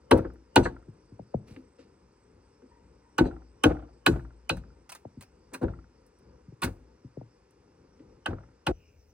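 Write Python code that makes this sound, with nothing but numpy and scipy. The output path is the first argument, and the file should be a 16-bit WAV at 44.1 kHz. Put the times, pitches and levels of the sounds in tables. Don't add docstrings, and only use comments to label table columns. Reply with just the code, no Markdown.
import sys
import numpy as np
from scipy import signal
from scipy.fft import rfft, irfft
from scipy.io import wavfile
from scipy.ndimage import uniform_filter1d

SR = 44100
rng = np.random.default_rng(int(sys.argv[2]) if len(sys.argv) > 2 else 0)


def master(y):
    cut = np.clip(np.atleast_2d(y).T, -1, 1)
    pcm = np.round(cut * 32767)
    wavfile.write(sys.argv[1], SR, pcm.astype(np.int16))


N = 402617
RING = 32768
AGE = np.arange(RING) / SR
FREQ = np.maximum(np.fft.rfftfreq(RING, 1 / SR), 1)
TIME = np.arange(N) / SR


def undb(db):
    return 10 ** (np.asarray(db) / 20)


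def contour(points, hz, axis=1):
    table = np.array(points, float)
    return np.interp(np.log(np.maximum(hz, 1)), np.log(table[:, 0]), table[:, axis])


def colour(x, points):
    cepstrum = irfft(np.log(undb(contour(points, FREQ))))
    cepstrum[1:RING // 2] *= 2
    cepstrum[RING // 2:] = 0
    response = irfft(np.exp(rfft(cepstrum)))[:RING // 8]
    return signal.fftconvolve(x, response)[:len(x)]


def band(x, lo_hz, hi_hz, order=3):
    return signal.sosfilt(signal.butter(order, [lo_hz, hi_hz], "band", fs=SR, output="sos"), x)


def tilt(x, hz, db):
    return colour(x, [(hz / 1.2, 0), (hz * 1.2, db)])


def level(x, db):
    return x * undb(db) / np.sqrt(np.mean(x ** 2))


def hit_level(x, db):
    return x * undb(db) / np.sqrt(np.mean(x[:int(.06 * SR)] ** 2))


def fade(t60):
    return np.exp(-np.log(1000) * AGE / t60)


def add(track, s, x):
    start = int(max(s, 0) * SR)
    track[start:start + len(x)] += x[:max(N - start, 0)]


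def drive(force, response):
    return signal.fftconvolve(force, response)[:RING]


def even(x):
    spectrum = rfft(x)
    power = uniform_filter1d(abs(spectrum) ** 2, int(110 * RING / SR))
    return irfft(spectrum / np.sqrt(power / power.mean() + .03)) * (AGE < AGE[-1] / 2)


def walk(rate):
    k = int(SR / rate)
    steps = np.repeat(rng.standard_normal(N // k + 1), k)
    return level(uniform_filter1d(uniform_filter1d(steps, k), k)[:N], 0)


def pulsing(per_s, sharpness):
    phase = 2 * np.pi * np.cumsum(per_s * (1 + .12 * walk(5))) / SR
    return .25 + (.5 + .5 * np.sin(phase)) ** sharpness


def ring(modes, scatter_db=2.5):
    out = np.zeros(RING)
    for k, (hz, db, t60) in enumerate(modes):
        gain_chance, pitch_chance = rng.standard_normal(2)
        tone = np.sin(2 * np.pi * hz * (1 + .008 * pitch_chance) * AGE)
        out += (-1) ** k * undb(db + scatter_db * gain_chance) * fade(t60) * tone
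    return out


def body(modes, lo_hz, hi_hz, dense_db, dense_t60):
    dense = band(even(rng.standard_normal(RING) * fade(dense_t60)), lo_hz, hi_hz)
    main = band(ring(modes), lo_hz, hi_hz, order=1)
    return hit_level(main, 0) + hit_level(dense, dense_db)


def cracks(length, per_s, spread_db):
    age = AGE / max(length, 1e-3)
    sizes = rng.standard_normal(RING) * undb(spread_db * rng.standard_normal(RING).clip(-2, 2))
    snaps = (rng.random(RING) < per_s / SR) * sizes
    force = snaps * age * np.exp(-2 * age)
    return force / (np.linalg.norm(force) + 1e-9)


def contact(length, first):
    force = cracks(length, per_s=4300, spread_db=2.5)
    force[0] += first
    force[int(1.6 * length * SR)] += 1.1
    return even(force)


def bend(x, lag_100hz):
    return irfft(rfft(x) * np.exp(-4j * np.pi * lag_100hz * 10 * np.sqrt(FREQ)))


# (time [s], deck thud level [dB], plank ring level [dB], chisel ring level [dB],
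# crushing time [s], time to seat the plank [s], strongest deck resonance [Hz], plank brightness [dB],
# thud brightness [dB], clack pitch [Hz], chisel brightness [dB], board rattle level [dB])
BLOWS = [(0.110, -16.5, -24, -34.5, 0.0019, 0.0089, 259.7, -1.5, 2.5, 2030, 1, -34),
         (0.558, -18.5, -20.5, -28.5, 0.0019, .014, 349.3, 1, -4.5, 2730, 0.5, -35.5),
         (3.181, -19.5, -28, -39, 0.0028, 0.02, 336, 1, -7, 2750, 2.5, -38),
         (3.636, -18, -26, -31.5, 0.0021, 0.017, 309.5, 7.5, -1.5, 2940, -7.5, -33),
         (4.062, -22.5, -24, -28.5, 0.0016, .014, 332, 7, -4, 2570, -0.5, -43.5),
         (4.493, -36, -34, -35, 0.0016, .011, 322, 1.5, 5, 2450, 1.5, -53.5),
         (5.612, -29.5, -45, -70.5, 0.0095, .016, 336.5, -8, -2, 2540, 16, -48.5),
         (6.618, -34, -34, -43, 0.0067, 0.017, 240, 3, -6.5, 2640, 8, -53),
         (8.259, -38, -35, -43.5, 0.0015, .016, 318.6, 2.5, -2, 2900, -5.5, -47),
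         (8.665, -29.5, -33, -39, 0.0025, 0.019, 363, 3.5, -8.5, 2900, 0.5, -41)]
# (frequency [Hz], relative level [dB], 60 dB decay time [s])
PLANK_MODES = [(615, -9, 0.044), (758, 0, 0.07), (868, 1.5, 0.075), (943, -3.5, 0.12), (1114, -2, 0.084),
               (1281, -4, 0.035), (1384, 0, 0.045), (1486, 1.5, 0.084), (1600, -1.5, 0.082),
               (1700, -1.5, 0.045)]
CHISEL_MODES = [(2060, -7, .05), (2422, -5, .04), (2555, 1, .06), (2750, -2, .045), (2850, -5, .035),
                (2992, 1, .05), (3088, -2, .045), (3640, -7, .04), (3770, -8, .03), (4000, -5, .055),
                (4160, -9, .03), (4290, -6, .05), (4470, -9, .05)]
FULL_DB = -15
BOOM_DB, BOOM_GROWTH = -23.5, 0.54
FIBRE_DB, FIBRE_GROWTH, FIBRE_DB_PER_S = -10, 0.22, 1199.5
CLACK_DB, SHIVER_DB = -3.5, -20


def blows():
    out = np.zeros(N)
    for (s, force_db, plank_db, ring_db, crush, seat, thud_hz, plank_tilt_db,
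         thud_tilt_db, clack_hz, ring_tilt_db, rattle_db) in BLOWS:
        effort_db = force_db - FULL_DB
        boom_db = BOOM_DB + BOOM_GROWTH * effort_db
        fibre_db = FIBRE_DB + ring_db + FIBRE_GROWTH * effort_db + FIBRE_DB_PER_S * crush
        force = contact(crush, first=0.051)
        plank = drive(force, body(PLANK_MODES, 570, 1760, dense_db=-6, dense_t60=0.06))
        chisel = drive(force, body(CHISEL_MODES, 2300, 4600, dense_db=-6, dense_t60=0.05))
        handle = band(signal.unit_impulse(RING), clack_hz * .91, clack_hz * 1.09, order=2)
        clack = drive(force, handle)
        shiver = band(rng.standard_normal(RING) * fade(.17), 900, 7100, order=2)
        add(out, s, hit_level(shiver, ring_db + SHIVER_DB))
        add(out, s, hit_level(tilt(plank, 1100, plank_tilt_db), plank_db))
        add(out, s, hit_level(tilt(chisel, 3400, ring_tilt_db), ring_db))
        add(out, s, hit_level(clack, ring_db + CLACK_DB))
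        add(out, s, fibres(crush, fibre_db))
        add(out, s, deck(boom_db, force_db, seat, thud_hz, thud_tilt_db))
        add(out, s, rattle(rattle_db))
    return out


# (frequency [Hz], relative level per Hz [dB])
FIBRE = [(3500, -24), (4800, -3.5), (6000, 2), (7300, -0.5), (8400, 3), (9500, -2.5), (11500, -4.5),
         (13000, -6), (15500, -2.5), (17000, -10)]


def fibres(length, db):
    smear = rng.standard_normal(RING) * (fade(.003) + .16 * fade(.06) + .014 * fade(.3))
    crackle = colour(drive(cracks(length, per_s=1900, spread_db=4.0), smear), FIBRE)
    brighter = crackle - np.clip(length / 0.025, 0, .7) * np.roll(crackle, 1)
    return hit_level(brighter, db)


# (frequency [Hz], relative level [dB], 60 dB decay time [s])
BOOM_MODES = [(50.37, -12.5, 0.6), (59.2, -4, 0.68), (80.4, -2.5, 0.42), (100.3, 3, 0.27),
              (143, -4.5, 0.13), (163.43, -1.5, 0.22)]
THUD_MODES = [(205, -8, .09), (259, 1, .14), (322, -1, .11), (352, -2, .09), (420, -6, .07), (481, -2, .09),
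              (535, -3, .11)]


def deck(boom_db, thud_db, lag, thud_hz, tilt_db):
    force = np.zeros(RING)
    for s, size in ((0, .6), (lag, 1), (lag + rng.uniform(.010, .02), .4)):
        force[int(s * SR)] += size
    boards = drive(even(force), body(THUD_MODES, 220, 550, dense_db=-4, dense_t60=0.12))
    seated = np.maximum(AGE - lag, 0)
    resonance = seated * np.exp(-seated / 0.0098) * np.sin(2 * np.pi * thud_hz * seated)
    thud = hit_level(boards, 0.16) + hit_level(resonance, -1.5)
    boom = body(BOOM_MODES, 26, 170, dense_db=6.0, dense_t60=0.31)
    thud = hit_level(bend(tilt(thud, 410, tilt_db), .004), thud_db)
    return thud + hit_level(bend(boom, .014), boom_db)


# (frequency [Hz], relative level per Hz [dB])
RATTLE = [(300, -14), (520, 2), (780, 0), (1050, -8), (1400, -10), (1900, -20), (2700, -26), (4500, -35),
          (9000, -55)]


def rattle(db):
    flutter = undb(3.5 * walk(140)[:RING])
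    rise = np.minimum(AGE / .02, 1)
    buzz = even(rng.standard_normal(RING) * flutter * fade(.35) * rise)
    return hit_level(colour(buzz, RATTLE), db)


# (time [s], slap level [dB], thud level [dB])
SLAPS = [(0.175, -55, -33.5), (.243, -52.5, -40), (.651, -35, -34), (3.247, -67, -34.5),
         (3.699, -57, -33.5), (4.154, -57, -43.5), (4.566, -68, -62), (5.541, -49.5, -51),
         (5.633, -53.5, -37), (6.667, -51.5, -42.5), (8.316, -66, -42)]
# (time [s], level [dB], decay time of the grip [s])
FREE_RINGS = [(4.496, -39.5, .4), (5.543, -50, 0.054)]
# (time [s], level of the first touch [dB], brightness [dB])
CLINKS = [(0.629, -54.5, -5.5), (3.245, -66.5, -9), (4.564, -77.5, -9)]
# (frequency [Hz], relative level [dB], 60 dB decay time [s])
FREE_MODES = [(2512, 0, .09), (2702, -9, .12), (4012, -14, .22), (4090, -11, .13)]
STEEL_MODES = [(2750, -6, .1), (4000, -2, .11), (4242, -2, .08), (4511, -1, .12), (6083, -2, .09),
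               (6290, 0, .1), (8075, -1, .09)]
REGRAZE_S, REGRAZE_DB = 0.011, 2


def rebounds():
    out = np.zeros(N)
    for s, db, thud_db in SLAPS:
        force = contact(0.0035, first=0.34)
        slap = drive(force, body(PLANK_MODES, 1000, 1800, dense_db=1.5, dense_t60=0.063))
        thud = drive(force, body(THUD_MODES, 170, 480, dense_db=2.5, dense_t60=0.1))
        add(out, s, hit_level(slap, db) + hit_level(bend(thud, .004), thud_db))
    for s, db, grip_t60 in FREE_RINGS:
        add(out, s, hit_level(ring(FREE_MODES) * fade(grip_t60), db))
    for s, db, tilt_db in CLINKS:
        for delay, touch_db in ((0, db), (REGRAZE_S, db + REGRAZE_DB)):
            bare_steel = body(STEEL_MODES, 2500, 9000, dense_db=-4, dense_t60=.12)
            steel = drive(contact(.005, first=.3), bare_steel)
            add(out, s + delay, hit_level(tilt(steel, 4500, tilt_db), touch_db))
    return out


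# (first tick time [s], swing time [s], first tick level [dB], fall per swing [dB])
CHATTERS = [(0.19, 0.055, -51, 7), (.763, 0.061, -60, 11), (3.255, 0.054, -52, 6.5),
            (3.711, 0.056, -50.5, 8.5), (4.136, 0.056, -56, 4.5), (4.569, 0.066, -63.5, 6),
            (5.681, 0.053, -55, 5.5), (8.33, 0.052, -56, 6)]
# (frequency [Hz], relative level [dB], 60 dB decay time [s])
CHATTER_MODES = [(930, -9, .025), (1210, -5, .025), (1375, 0, .045), (1560, -5, .02), (1850, -9, .02)]


def chatter(count=4):
    out = np.zeros(N)
    for s, swing, db, fall_db in CHATTERS:
        for k in range(count):
            wood = body(CHATTER_MODES, 700, 1850, dense_db=-2, dense_t60=.035)
            tick = band(drive(contact(.0007, first=.3), wood), 450, 2100)
            add(out, s + k * swing, hit_level(tick, db - fall_db * k))
    return out


# (time [s], snap level [dB])
SNAPS = [(.172, -59), (4.566, -64.5), (4.892, -54.5), (4.918, -52), (4.948, -56), (5.207, -60.5),
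         (5.222, -61.5), (5.531, -53.5), (5.539, -50.5), (5.631, -70), (6.632, -39.5), (6.641, -44)]
# (time [s], level [dB])
GRIT = [(.335, -82), (6.063, -79), (6.187, -83), (7.508, -82)]
# (time [s], level [dB], top of the knock [Hz])
KNOCKS = [(0.879, -47, 277), (1.116, -50, 274.7), (1.192, -45.5, 607), (1.341, -30.5, 554),
          (1.503, -48.5, 240), (5.05, -46, 637), (5.167, -46.5, 248), (6.475, -49, 198),
          (6.519, -52, 331.5), (7.041, -47, 259.2), (7.169, -42, 423), (7.211, -50, 624)]
# (frequency [Hz], relative level per Hz [dB])
SNAP = [(300, -19), (700, 0), (1500, 0.5), (2600, -1.5), (3400, -9.5), (4500, -7.5), (6500, -20.5)]
SNAP_S, SNAP_CRACKLE_DB = 0.0067, -2.5


def snaps_and_knocks():
    out = np.zeros(N)
    for s, db in SNAPS:
        wood = rng.standard_normal(RING) * (fade(0.027) + 0.26 * fade(0.13))
        snap = drive(cracks(SNAP_S, per_s=700, spread_db=5.5), wood)
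        add(out, s, fibres(SNAP_S, db + SNAP_CRACKLE_DB) + hit_level(colour(snap, SNAP), db))
    for s, db in GRIT:
        add(out, s, hit_level(band(fibres(.002, db), 8000, 15500, order=2), db))
    for s, db, top_hz in KNOCKS:
        softness = [(40, -14), (110, 6), (top_hz * 0.71, -2), (top_hz, 0), (top_hz * 1.34, -7),
                    (top_hz * 1.93, -25), (top_hz * 4, -55), (top_hz * 8, -80)]
        push = colour(signal.unit_impulse(RING), softness)
        boards = drive(push, band(rng.standard_normal(RING) * fade(0.098), 89, 267))
        knock = bend(hit_level(push, 0) + hit_level(boards, -5.0), 0.017)
        add(out, s - .0035, hit_level(knock, db))
    return out


# (time [s], board hum level [dB], rustle level [dB], rustle time [s],
# top of the rustle [Hz])
SCUFFS = [(1.466, -64.5, -64.5, 0.065, 15000), (1.562, -47.5, -61.5, 0.0054, 2700),
          (1.781, -56, -67, 0.037, 7950), (2.615, -54.5, -75, 0.014, 1502), (5.517, -50.5, -66, .02, 1507),
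          (7.99, -54.5, -76.5, 0.022, 5000)]
# (frequency [Hz], relative level per Hz [dB])
RUSTLE = [(300, -6), (1000, 0), (2700, 1), (3400, -6), (4600, -3), (7000, -11), (15000, -16)]


def scuffs():
    out = np.zeros(N)
    for s, db, rustle_db, rustle_s, top_hz in SCUFFS:
        slips = cracks(.012, per_s=6100, spread_db=3.5)
        boards = drive(slips, body(THUD_MODES, 210, 345, dense_db=-8.5, dense_t60=0.12))
        grain = colour(cracks(rustle_s, per_s=3700, spread_db=1), RUSTLE)
        add(out, s, hit_level(boards, db) + hit_level(band(grain, 200, top_hz), rustle_db))
    return out


def surroundings(x, low_db, low_t60, high_db, high_t60):
    low = band(rng.standard_normal(RING), 55, 360, order=2) * fade(low_t60)
    high = band(rng.standard_normal(RING), 800, 1750, order=2) * fade(high_t60)
    hush = band(rng.standard_normal(RING), 2000, 8000, order=1) * fade(.55)
    rise = 1 - np.exp(-(AGE / 0.034) ** 2)
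    tail = (undb(low_db) * low + undb(high_db) * high + undb(-70) * hush) * rise
    return signal.fftconvolve(x, tail)[:N]


# (time [s], pitch [Hz], level before the swell [dB], length [s])
FAR_CALLS = [(2.705, 940, -68, 0.19), (3.01, 945, -71, .17)]


def far_calls():
    out = np.zeros(N)
    for s, hz, db, length in FAR_CALLS:
        noise = rng.standard_normal(RING)
        swell = np.minimum(AGE / .015, 1) * np.clip(1 - (AGE / length) ** 2, 0, 1)
        note = level(band(noise, hz * .965, hz * 1.035, order=2), db)
        overtone = level(band(noise, hz * 1.95, hz * 2.1, order=2), db - 3) * fade(.5)
        add(out, s, (note + overtone) * swell)
    return out


def insects():
    tone = np.sin(2 * np.pi * np.cumsum(8110 + 25 * walk(89)) / SR)
    trill = level(tone * pulsing(26, 1.5) * undb(2.0 * walk(8.5)), -87)
    trill *= undb(-1.4 * TIME + 2 * walk(1.0))
    hiss = band(rng.standard_normal(N), 8000, 8220) + .4 * band(rng.standard_normal(N), 8650, 8660)
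    presence = np.interp(TIME, [1, 2, 5, 6.5], [.4, 0.94, 0.94, 0.35])
    chirp = hiss * pulsing(4.5, .7) * presence
    chorus = np.zeros(N)
    for hz, per_s in ((4850, 4.0), (5250, 7), (5600, 6)):
        rasp = band(rng.standard_normal(N), hz - 220, hz + 220, order=2)
        chorus += rasp * undb(3 * walk(14)) * pulsing(per_s, .9)
    return trill + level(chirp, -92) + level(chorus, -83.0)


def air(spectrum, db, stir_db):
    noise = colour(rng.standard_normal(N), spectrum)
    rumble = band(noise, 30, 580, order=1)
    return level(noise + rumble * (undb(stir_db * walk(10)) - 1), db)


CUT_S = 8.719
# (frequency [Hz], relative level per Hz [dB])
MEADOW = [(18, -56), (30, -15), (75, -1.5), (141, -18), (210, -21), (295, -20), (355, -24.5), (415, -16.5),
          (616, -32.5), (1860, -40.5), (2610, -42.5), (3490, -52), (5310, -43), (8300, -53.5), (16000, -68)]


def meadow():
    swell = np.interp(TIME, [8.73, 8.81, 8.9, 9.02], [0.25, 0.97, 0.77, 0.005])
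    hz = 2800 - 1300 * np.maximum(TIME - CUT_S, 0)
    rasp = band(rng.standard_normal(N), 10, 310) * np.sin(2 * np.pi * np.cumsum(hz) / SR)
    chirps = np.zeros(N)
    for chirp_hz, per_s in ((5250, 5.85), (5950, 8)):
        chirps += band(rng.standard_normal(N), chirp_hz - 250, chirp_hz + 250) * pulsing(per_s, 1.6)
    sizzle = band(rng.standard_normal(N), 14300, 15600) * undb(3 * walk(25))
    quiet = air(MEADOW, -57.0, stir_db=3.0)
    return quiet + swell * level(rasp, -72.5) + level(chirps, -79.0) + level(sizzle, -86.5)


# (frequency [Hz], left minus right level [dB], phase lag of the left [rad],
# scattered sound before the overall trim [dB])
PORTS = [(60, 3, 0.0078, -31), (260, 1.5, 0.15, -21.5), (345, 0.5, 0.43, -19), (426, 5, 0, -11.5),
         (553, 13.5, 1.1, -7), (650, 3.5, 0.15, 0), (900, 0, 0, -3.5), (1100, -3, 1.7, -4.5),
         (1400, -0.5, 0.078, -10), (1650, -1.5, 1.3, -10), (2847.6, -0.5, 0.18, -12.5),
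         (3000, -2, 2.1, -10), (3600, -2, 0.98, -6), (5430, -0.5, 1.8, -5), (8350, -7, 1.3, -9),
         (10400, -1.5, 0, -6), (14200, 0.5, 4.5, -6)]
SCATTER_DB = -0.5


def ports(x):
    scatter = rfft(rng.standard_normal(RING) * fade(.06) * (AGE > .001))
    scatter *= undb(contour(PORTS, FREQ, axis=3) + SCATTER_DB) / np.sqrt(np.mean(abs(scatter) ** 2))
    sign = np.array([[1], [-1]])
    gain = undb(sign * contour(PORTS, FREQ) / 2)
    direct = gain * np.exp(-.5j * sign * contour(PORTS, FREQ, axis=2))
    response = np.roll(irfft(direct + sign * scatter), RING // 2, axis=1)
    return signal.fftconvolve(x[None], response, axes=1)[:, RING // 2:RING // 2 + N]


# (frequency [Hz], relative level per Hz [dB])
YARD = [(25, -24), (40, -7), (62, 2.5), (100, -5), (200, -6.5), (400, -6.5), (500, -9), (640, -23),
        (950, -17), (1300, -21.5), (2500, -29.5), (3700, -37.5), (5300, -31.5), (8500, -43.5), (11000, -51),
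        (16000, -60.5)]


def scene():
    work = blows() + chatter() + rebounds() + snaps_and_knocks() + scuffs()
    work = work + surroundings(work, low_db=-42.5, low_t60=.42, high_db=-57, high_t60=.4)
    yard = work + far_calls() + insects() + air(YARD, -61.0, stir_db=3.0)
    here = np.clip((CUT_S - TIME) / .002, 0, 1)
    return ports(here * yard + (1 - here) * meadow())


def record(dry):
    thinned = signal.sosfilt(signal.butter(5, 42, "high", fs=SR, output="sos"), dry)
    dipped = signal.sosfilt(signal.butter(1, [11900, 12500], "bandstop", fs=SR, output="sos"), thinned)
    return signal.sosfilt(signal.ellip(8, .2, 70, 16300, fs=SR, output="sos"), dipped)


dry = scene()
out = record(dry)
master(out)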